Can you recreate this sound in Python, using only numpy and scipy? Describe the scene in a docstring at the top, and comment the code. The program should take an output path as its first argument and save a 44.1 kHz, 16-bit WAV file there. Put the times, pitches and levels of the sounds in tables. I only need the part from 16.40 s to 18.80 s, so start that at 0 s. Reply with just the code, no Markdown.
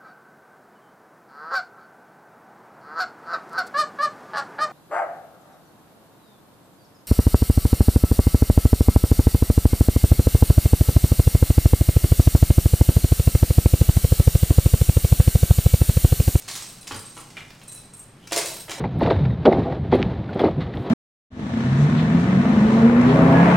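"""Plastic rattle toys clack and a small bell jingles on a high-chair tray, close to a pair of
microphones in a small, live room. Loose parts knock, rebound and ring their hollow shells,
while a rolling pellet strikes the bell and beads tick inside a toy. Near the end a toy tumbles
onto the hollow tray and its beads scatter. A low household rumble lies behind it all."""
import sys
import numpy as np
from scipy import signal
from scipy.fft import rfft, irfft, next_fast_len
from scipy.io import wavfile
from scipy.ndimage import uniform_filter1d

SR = 44100
rng = np.random.default_rng(int(sys.argv[2]) if len(sys.argv) > 2 else 0)


def waveform_to_disk(signal):
    """Save audio, clipped to [-1, 1], as 16-bit WAV at the path in sys.argv[1]."""
    frames = np.transpose(np.atleast_2d(signal))
    scaled = np.clip(frames, -1, 1) * 32767
    samples = np.round(scaled).astype(np.int16)
    wavfile.write(sys.argv[1], SR, samples)


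N = 105795

CLACK_T60_S, CONTACT_RISE_S, REBOUND_S, REBOUND_DB = 0.021, 0.0031, 0.0074, -9
def contact(t, rebounds=2):
    """A crack of hard plastic that builds briefly, followed by weaker rebounds."""
    gaps = REBOUND_S * rng.uniform(0.04, 1.62, rebounds)
    envelope = 0
    for k, at in enumerate(np.append(0, np.cumsum(gaps))):
        age = np.maximum(t - at, 0)
        envelope += amp(REBOUND_DB * k) * fade(age, CLACK_T60_S) * (1 - np.exp(-age / CONTACT_RISE_S))
    return envelope * rng.standard_normal(len(t))


# spectra of the knock, snap and thud in a blow on plastic: frequency_hz, gain_db
KNOCK_SPECTRUM = [(60, -28), (250, -13), (600, -4.5), (1400, -3), (2300, 0), (3100, -1), (4200, -9.5),
                  (7000, -32), (16000, -90)]
SNAP_SPECTRUM = [(1000, -31.5), (2800, -12.5), (4000, 2.5), (5400, 5), (7500, 3), (9800, -0.5),
                 (12000, -7.5), (16000, -12)]
THUD_SPECTRUM = [(50, -40), (170, -25.5), (340, 3.5), (950, 0), (1500, -8), (5000, -32)]
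def knocks(hits, modes, detune, thud_db):
    """Plastic blows: a knock, a bright snap, and the ring and dull thud of the struck body."""
    out, t = np.zeros(N), np.arange(SR // 4) / SR
    for at, level_db, body_db, treble_db in hits:  # body and treble are relative to the level
        knock = burst(colour(contact(t), KNOCK_SPECTRUM))
        snap = amp(treble_db) * burst(colour(contact(t), SNAP_SPECTRUM))
        body = burst(ring(modes, t, scatter_db=3.0, detune=detune))
        thud = amp(thud_db) * burst(colour(contact(t), THUD_SPECTRUM))
        add(out, at, amp(level_db) * (knock + snap + amp(body_db) * (body + thud)))
    return out


# loose parts colliding: start_s, level_db, body_db, treble_db
PART_HITS = [(.079, -36, -33, 8), (.085, -27, -33, 4), (.093, -34, -19, -7), (.134, -48, -11, 3),
             (.152, -32, -3.5, 7), (.158, -33, -2.5, 10.5), (.172, -33.5, -24, 0),
             (.222, -36.5, -2.5, 10.5), (.470, -30, -24, -1), (.476, -33, -27, 8.5), (.509, -25, 2.5, -20),
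             (.519, -27, 0, -2), (.544, -35.5, 1.5, 6), (.767, -38.5, 5.5, 3), (.774, -32.5, 1, -3),
             (.903, -40.5, -10, 1), (1.872, -34, -17, 3), (2.307, -27.5, -6.5, 3.5), (2.315, -22, -10, -5)]
# modes of the toy's shell: pitch_hz, level_db, t60_s
SHELL_MODES = [(284, -5.5, 0.1), (818, 0.5, 0.023), (1017, 3, 0.021), (1160, 4.5, 0.032), (1306, 0.5, 0.04),
               (1890, -3.5, 0.032)]
def clacks():
    """Loose parts knock together near the microphones and ring the hollow shell."""
    return amp(-8) * knocks(PART_HITS, SHELL_MODES, detune=0.03, thud_db=-5.5)


# the toy striking the tray: start_s, level_db, body_db, treble_db
TUMBLE_HITS = [(1.911, -31, -1, -20), (1.920, -20.5, 3, 1), (1.928, -23.5, -5, 6.5), (1.961, -26.5, -4, 10),
               (1.969, -23.5, 5, -10), (1.975, -22.5, -2, 6.5), (1.986, -24, -0.5, 3),
               (2.010, -27, -4, -10), (2.039, -36, 2, -6), (2.058, -29.5, -5, 7), (2.116, -35.5, 4, -18),
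               (2.281, -31.5, -3.5, -10), (2.294, -28, -1, -2.5), (2.381, -38.5, 7, -5)]
# modes of the tray: pitch_hz, level_db, t60_s
TRAY_MODES = [(340.3, -2, 0.18), (425, -1.5, 0.13), (489, 1, 0.059), (547, 4.5, 0.065), (663.6, 6.5, 0.11),
              (766, -1, 0.049), (914, 0.5, 0.09), (990, -2, 0.072)]
def tumble():
    """A toy tumbles onto the hollow tray, which rings at each blow."""
    return amp(-5.5) * knocks(TUMBLE_HITS, TRAY_MODES, detune=0.025, thud_db=-8)


# light taps: start_s, level_db, body_db, treble_db
TAP_HITS = [(.968, -36, -0.5, -10.5), (.975, -38.5, 2.5, -24), (1.007, -51, 9, -22)]
# modes of the tapped part: pitch_hz, level_db, t60_s
SMALL_PART_MODES = [(1330, -4, 0.031), (1700, 1, 0.036), (2060, 5, 0.028), (2350, 6, 0.053),
                    (2825, 1, 0.046), (3286, -8, 0.029)]
def taps():
    """A small hollow plastic part is tapped and rings briefly."""
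    return knocks(TAP_HITS, SMALL_PART_MODES, detune=0.0097, thud_db=-15)


# pellet striking the bell: start_s, level_db, low_db, upper_db (last two relative to the level)
PELLET_STRIKES = [(.002, -46.5, -15, -2), (0.077, -40, 6, -21), (0.13, -44, -6, 8.5), (0.217, -36, -2, -14),
                  (0.287, -41, -2, -2), (0.41, -43.5, 3, 6.5), (0.559, -39, -1, 2.5), (0.588, -41, -22, 5),
                  (0.618, -47.5, -5, 8), (0.654, -32.5, -14, -27), (0.687, -41, -19, -6),
                  (0.735, -44.5, -1, 1), (0.777, -56, -2, 15), (.797, -45, -14, 5), (1.231, -44.5, -11, -7),
                  (1.278, -35.5, -3.5, -1.5), (1.315, -33, -11, -6.5), (1.344, -38.5, -3.5, 5.5),
                  (1.372, -45.5, 6.5, 6), (1.409, -48.5, -5.5, 0.5), (1.534, -37.5, -15.5, -7),
                  (1.565, -45, -22, 1), (1.591, -35, -27, -9), (1.621, -50.5, -8, 6.5),
                  (1.969, -34.5, -20, 10), (2.056, -36.5, 5.5, 6), (2.105, -40, -4, -9),
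                  (2.162, -36, 1, -9), (2.375, -43.5, 8, -12)]
# low, main and upper modes of the bell: pitch_hz, level_db, t60_s
LOW_MODES = [(2574, -13.5, 0.16), (3991, -9, 0.37), (5420, -12.5, 0.14), (5880, -14, 0.13)]
MAIN_MODES = [(7460, -15.5, 0.12), (8402, -2, 0.47)]
UPPER_MODES = [(9445, -4, 0.14), (9220, -4, 0.082), (9800, -3, 0.054), (10220, -9, 0.052),
               (10830, -8.5, 0.047), (12350, -16.5, 0.16)]
# shimmer of the rolling pellet: frequency_hz, gain_db
SHIMMER_SPECTRUM = [(2000, -5.5), (5000, -12), (7500, 4.5), (8900, -4), (10100, -0.5), (11200, -2),
                    (12200, -5), (16000, -14)]
BELL_RISE_S, CHOKE_LEAD_S, CHOKE_T60_S = 0.0034, 0.0037, 0.026
def bell():
    """Each pellet strike damps the last high ring and starts a new one; the low modes ring on."""
    out, t = np.zeros(N), np.arange(SR // 2) / SR
    gaps = np.diff([row[0] for row in PELLET_STRIKES] + [N / SR])
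    for (at, level_db, low_db, upper_db), gap in zip(PELLET_STRIKES, gaps):
        groups = (LOW_MODES, low_db), (MAIN_MODES, 0), (UPPER_MODES, upper_db)
        low, main, upper = (amp(db) * ring(modes, t, scatter_db=0, detune=0.00266) * flutter(len(t))
                            for modes, db in groups)  # the pellet presses unevenly on the shell
        # the pellet brushes the shell just before its next strike
        choke = fade(np.maximum(t - gap + CHOKE_LEAD_S, 0), CHOKE_T60_S)
        shimmer = amp(-1.5 + upper_db / 2) * burst(colour(pellet_roll(t), SHIMMER_SPECTRUM))
        strike = amp(-0.5) * (low + (main + upper) * choke) + shimmer
        add(out, at, amp(level_db) * strike * (1 - np.exp(-t / BELL_RISE_S)))
    return out


def pellet_roll(t, grain_samples=110, spread_db=5.5):
    """The pellet chatters round the bell after a strike."""
    gains = amp(-spread_db * rng.standard_normal(len(t) // grain_samples + 1))
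    chatter = np.repeat(gains, grain_samples)[:len(t)]
    return chatter * fade(t, t60_s=0.14) * rng.standard_normal(len(t))


# a bead hitting a hard part: start_s, level_db
PING_HITS = [(.545, -26), (.593, -33)]
# modes of the ping: pitch_hz, level_db, t60_s
PING_MODES = [(4730, -1, 0.02), (4800, -12, 0.02)]
def pings():
    """A single bead glances off a hard part with a short, bright ring."""
    out, t = np.zeros(N), np.arange(SR // 8) / SR
    for at, level_db in PING_HITS:
        add(out, at, amp(level_db) * ring(PING_MODES, t, scatter_db=-2.5))
    return out


# loudness of the loose beads, and of the fine ones sliding after the tumble: time_s, level_db
RATTLE_LEVELS = [(0, -51.5), (.07, -57.5), (.09, -39), (.2, -47), (.36, -57), (.8, -55.5), (1.0, -60.5),
                 (1.5, -63), (1.75, -80), (1.91, -49), (1.95, -37.5), (2.05, -41.5), (2.18, -49.5),
                 (2.27, -58), (2.32, -49.5), (2.4, -59)]
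SLIDE_LEVELS = [(1.98, -70), (2.06, -46), (2.2, -49), (2.28, -65.5)]
# fizz of fine beads: frequency_hz, gain_db
FIZZ_SPECTRUM = [(4000, -20.5), (8000, 6), (11000, 8.5), (16000, 0)]
BEADS_PER_S, BEAD_SPREAD_DB = 280, 2.8
def beads():
    """Small beads tick at random inside the shell while the toy moves; the finest slide with a fizz."""
    t = np.arange(N) / SR
    impacts = rng.random(N) < BEADS_PER_S / SR
    strengths = amp(BEAD_SPREAD_DB * np.clip(rng.standard_normal(N), -2, 2))
    envelope = signal.fftconvolve(impacts * strengths, fade(t[:SR // 20], t60_s=0.018))[:N]
    grains = envelope * rng.standard_normal(N)
    rattle = unit(colour(grains, SNAP_SPECTRUM)) + amp(-6) * unit(colour(grains, KNOCK_SPECTRUM))
    fizz = unit(colour(grains, FIZZ_SPECTRUM))
    rattle_db = np.interp(t, *np.array(RATTLE_LEVELS).T)
    slide_db = np.interp(t, *np.array(SLIDE_LEVELS).T, left=-np.inf, right=-np.inf)
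    return np.sqrt(N) * (rattle * amp(rattle_db) + fizz * amp(slide_db))


# single beads on the shell: start_s, level_db, treble_db (relative to the level)
CLICK_HITS = [(0.01, -52, -2), (0.079, -36, -12), (.160, -40, 1.5), (.291, -60, 15), (.326, -54, 7),
              (1.105, -43, -30), (1.215, -45, -31)]
# spectrum of one click: frequency_hz, gain_db
CLICK_SPECTRUM = [(1500, -6), (4500, -5), (10000, -22)]
def bead_clicks():
    """Single beads hit the shell and stand out crisply from the rattling."""
    out, t = np.zeros(N), np.arange(SR // 8) / SR
    for at, level_db, treble_db in CLICK_HITS:
        click = rng.standard_normal(len(t)) * fade(t, t60_s=0.05)
        fizz = amp(treble_db) * burst(colour(click, FIZZ_SPECTRUM))
        add(out, at, amp(level_db) * (burst(colour(click, CLICK_SPECTRUM)) + fizz))
    return out


# modes of the high chair: pitch_hz, level_db, t60_s
CHAIR_MODES = [(101, -3.5, 0.27), (218, -0.5, 0.47)]
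def chair_bump(start_s=0.525):
    """A soft, low bump carries through the chair."""
    out, t = np.zeros(N), np.arange(SR // 2) / SR
    add(out, start_s, amp(-46) * ring(CHAIR_MODES, t, scatter_db=5))
    return out


# plastic sliding on plastic: frequency_hz, gain_db
RUB_SPECTRUM = [(1500, -25), (3000, 7), (6000, -29)]
def rub(start_s=1.78, length_s=0.13):
    """Plastic rubs faintly just before the toy tips over."""
    out, t = np.zeros(N), np.arange(SR // 2) / SR
    swell = np.sin(np.pi * np.minimum(t / length_s, 1)) * flutter(len(t))
    add(out, start_s, amp(-61) * swell * coloured_noise(len(t), RUB_SPECTRUM))
    return out


ROOM_T60_S, ROOM_TREBLE_T60_S, EARLY_DECAY_S, ECHOES_PER_S = 0.5, 0.41, 0.054, 900
def reflections():
    """Distinct echoes from tray and walls, then a dense tail that loses its treble first."""
    t = np.arange(SR * 3 // 4) / SR
    noise = rng.standard_normal(len(t))
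    low = signal.sosfilt(signal.butter(1, 4000, fs=SR, output="sos"), noise)
    tail = low * fade(t, ROOM_T60_S) + (noise - low) * fade(t, ROOM_TREBLE_T60_S)
    tail *= 1 - np.exp(-t / 0.0076)
    echoes = (rng.random(len(t)) < ECHOES_PER_S / SR) * rng.standard_normal(len(t))
    early = echoes * np.exp(-t / EARLY_DECAY_S) * (t > 0.002)
    return amp(-2) * unit(tail) + amp(-3.5) * unit(early)


def room(x, turns_per_s=2.5):
    """The reflections reaching the microphones shift as the toys turn and tilt."""
    angle = 2 * np.pi * turns_per_s * np.arange(N) / SR
    facings = [turn(angle) * tilt(np.e * angle) for turn in (np.cos, np.sin) for tilt in (np.cos, np.sin)]
    return sum(signal.fftconvolve(x * facing, reflections())[:N] for facing in facings)


# background of the room: frequency_hz, gain_db
ROOM_TONE_SPECTRUM = [(25, -8), (48, -5), (72, -21), (100, -1.5), (140, 0), (270, -8.5), (500, -15.5),
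                      (1100, -18.5), (2800, -26), (7300, -34.5), (11600, -36), (16000, -55)]
def room_tone():
    """Steady household rumble and faint hiss; the bass is nearly the same at both microphones."""
    mid, side = (coloured_noise(N, ROOM_TONE_SPECTRUM) for _ in range(2))
    side = colour(side, [(100, -37.0), (400, -8.5), (8000, -5.0)])
    return amp(-49.5) * np.array([mid + side, mid - side])


def amp(db):
    """Decibels to gain."""
    return 10 ** (np.asarray(db) / 20)


def unit(x):
    """Scale to unit energy."""
    return x / np.sqrt(np.sum(x ** 2) + 1e-18)


def burst(x):
    """Scale to the energy of a 4 ms full-level burst."""
    return unit(x) * np.sqrt(0.004 * SR)


def fade(t, t60_s):
    """Exponential decay, 60 dB down at t60_s."""
    return np.exp(-np.log(1000) * t / t60_s)


def add(out, at, x):
    """Mix a sound in at a time in seconds."""
    i = max(int(at * SR), 0)
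    out[i:i + len(x)] += x[:max(len(out) - i, 0)]


def colour(x, points):
    """Causal filter through (frequency_hz, gain_db) points."""
    hz, db = np.array(points, float).T
    n = 2 * next_fast_len(len(x))
    f = np.arange(n // 2 + 1) * SR / n
    cepstrum = irfft(np.log(amp(np.interp(np.log(f + 1), np.log(hz), db))))
    cepstrum[1:n // 2] *= 2  # fold to minimum phase
    cepstrum[n // 2 + 1:] = 0
    return irfft(rfft(x, n) * np.exp(rfft(cepstrum)))[:len(x)]


def coloured_noise(count, spectrum):
    """Filtered noise at unit RMS."""
    return unit(colour(rng.standard_normal(count), spectrum)) * np.sqrt(count)


def ring(modes, t, scatter_db, detune=0.):
    """Decaying modes, scattered in level and pitch at each strike."""
    hz, db, t60_s = np.array(modes, float).T[:, :, None]
    size, shift = rng.standard_normal((2, len(hz), 1))
    sign = rng.choice([-1, 1], (len(hz), 1))
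    tones = np.sin(2 * np.pi * hz * (1 + detune * shift) * t)
    return np.sum(sign * amp(db + scatter_db * size) * tones * fade(t, t60_s), axis=0)


def flutter(count, depth=0.41, smooth_s=0.0034):
    """A gain that wavers quickly and randomly around one."""
    size = int(smooth_s * SR)
    waver = uniform_filter1d(uniform_filter1d(rng.standard_normal(count), size), size)
    return 1 + depth * np.sqrt(1.5 * size) * waver


def scene():
    """A close pair of microphones: toys near the centre, the room's reflections spread around them."""
    plastic = clacks() + tumble() + taps() + beads() + bead_clicks() + chair_bump() + rub()
    jingle = bell() + pings()
    mid = plastic + jingle + room(plastic + amp(-7) * jingle)
    side = amp(-11) * colour(room(plastic + jingle), [(9800, 1.0), (12000, -6.5)])
    balance = amp([[-0.25], [0.25]])  # a touch to the right
    return np.array([mid + side, mid - side]) * balance + room_tone()


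def record(dry, top_hz=16400):
    """The recorder cuts the top of the treble."""
    return signal.sosfilt(signal.ellip(10, .2, 80, top_hz, fs=SR, output="sos"), dry)


dry = scene()
out = record(dry)
waveform_to_disk(out)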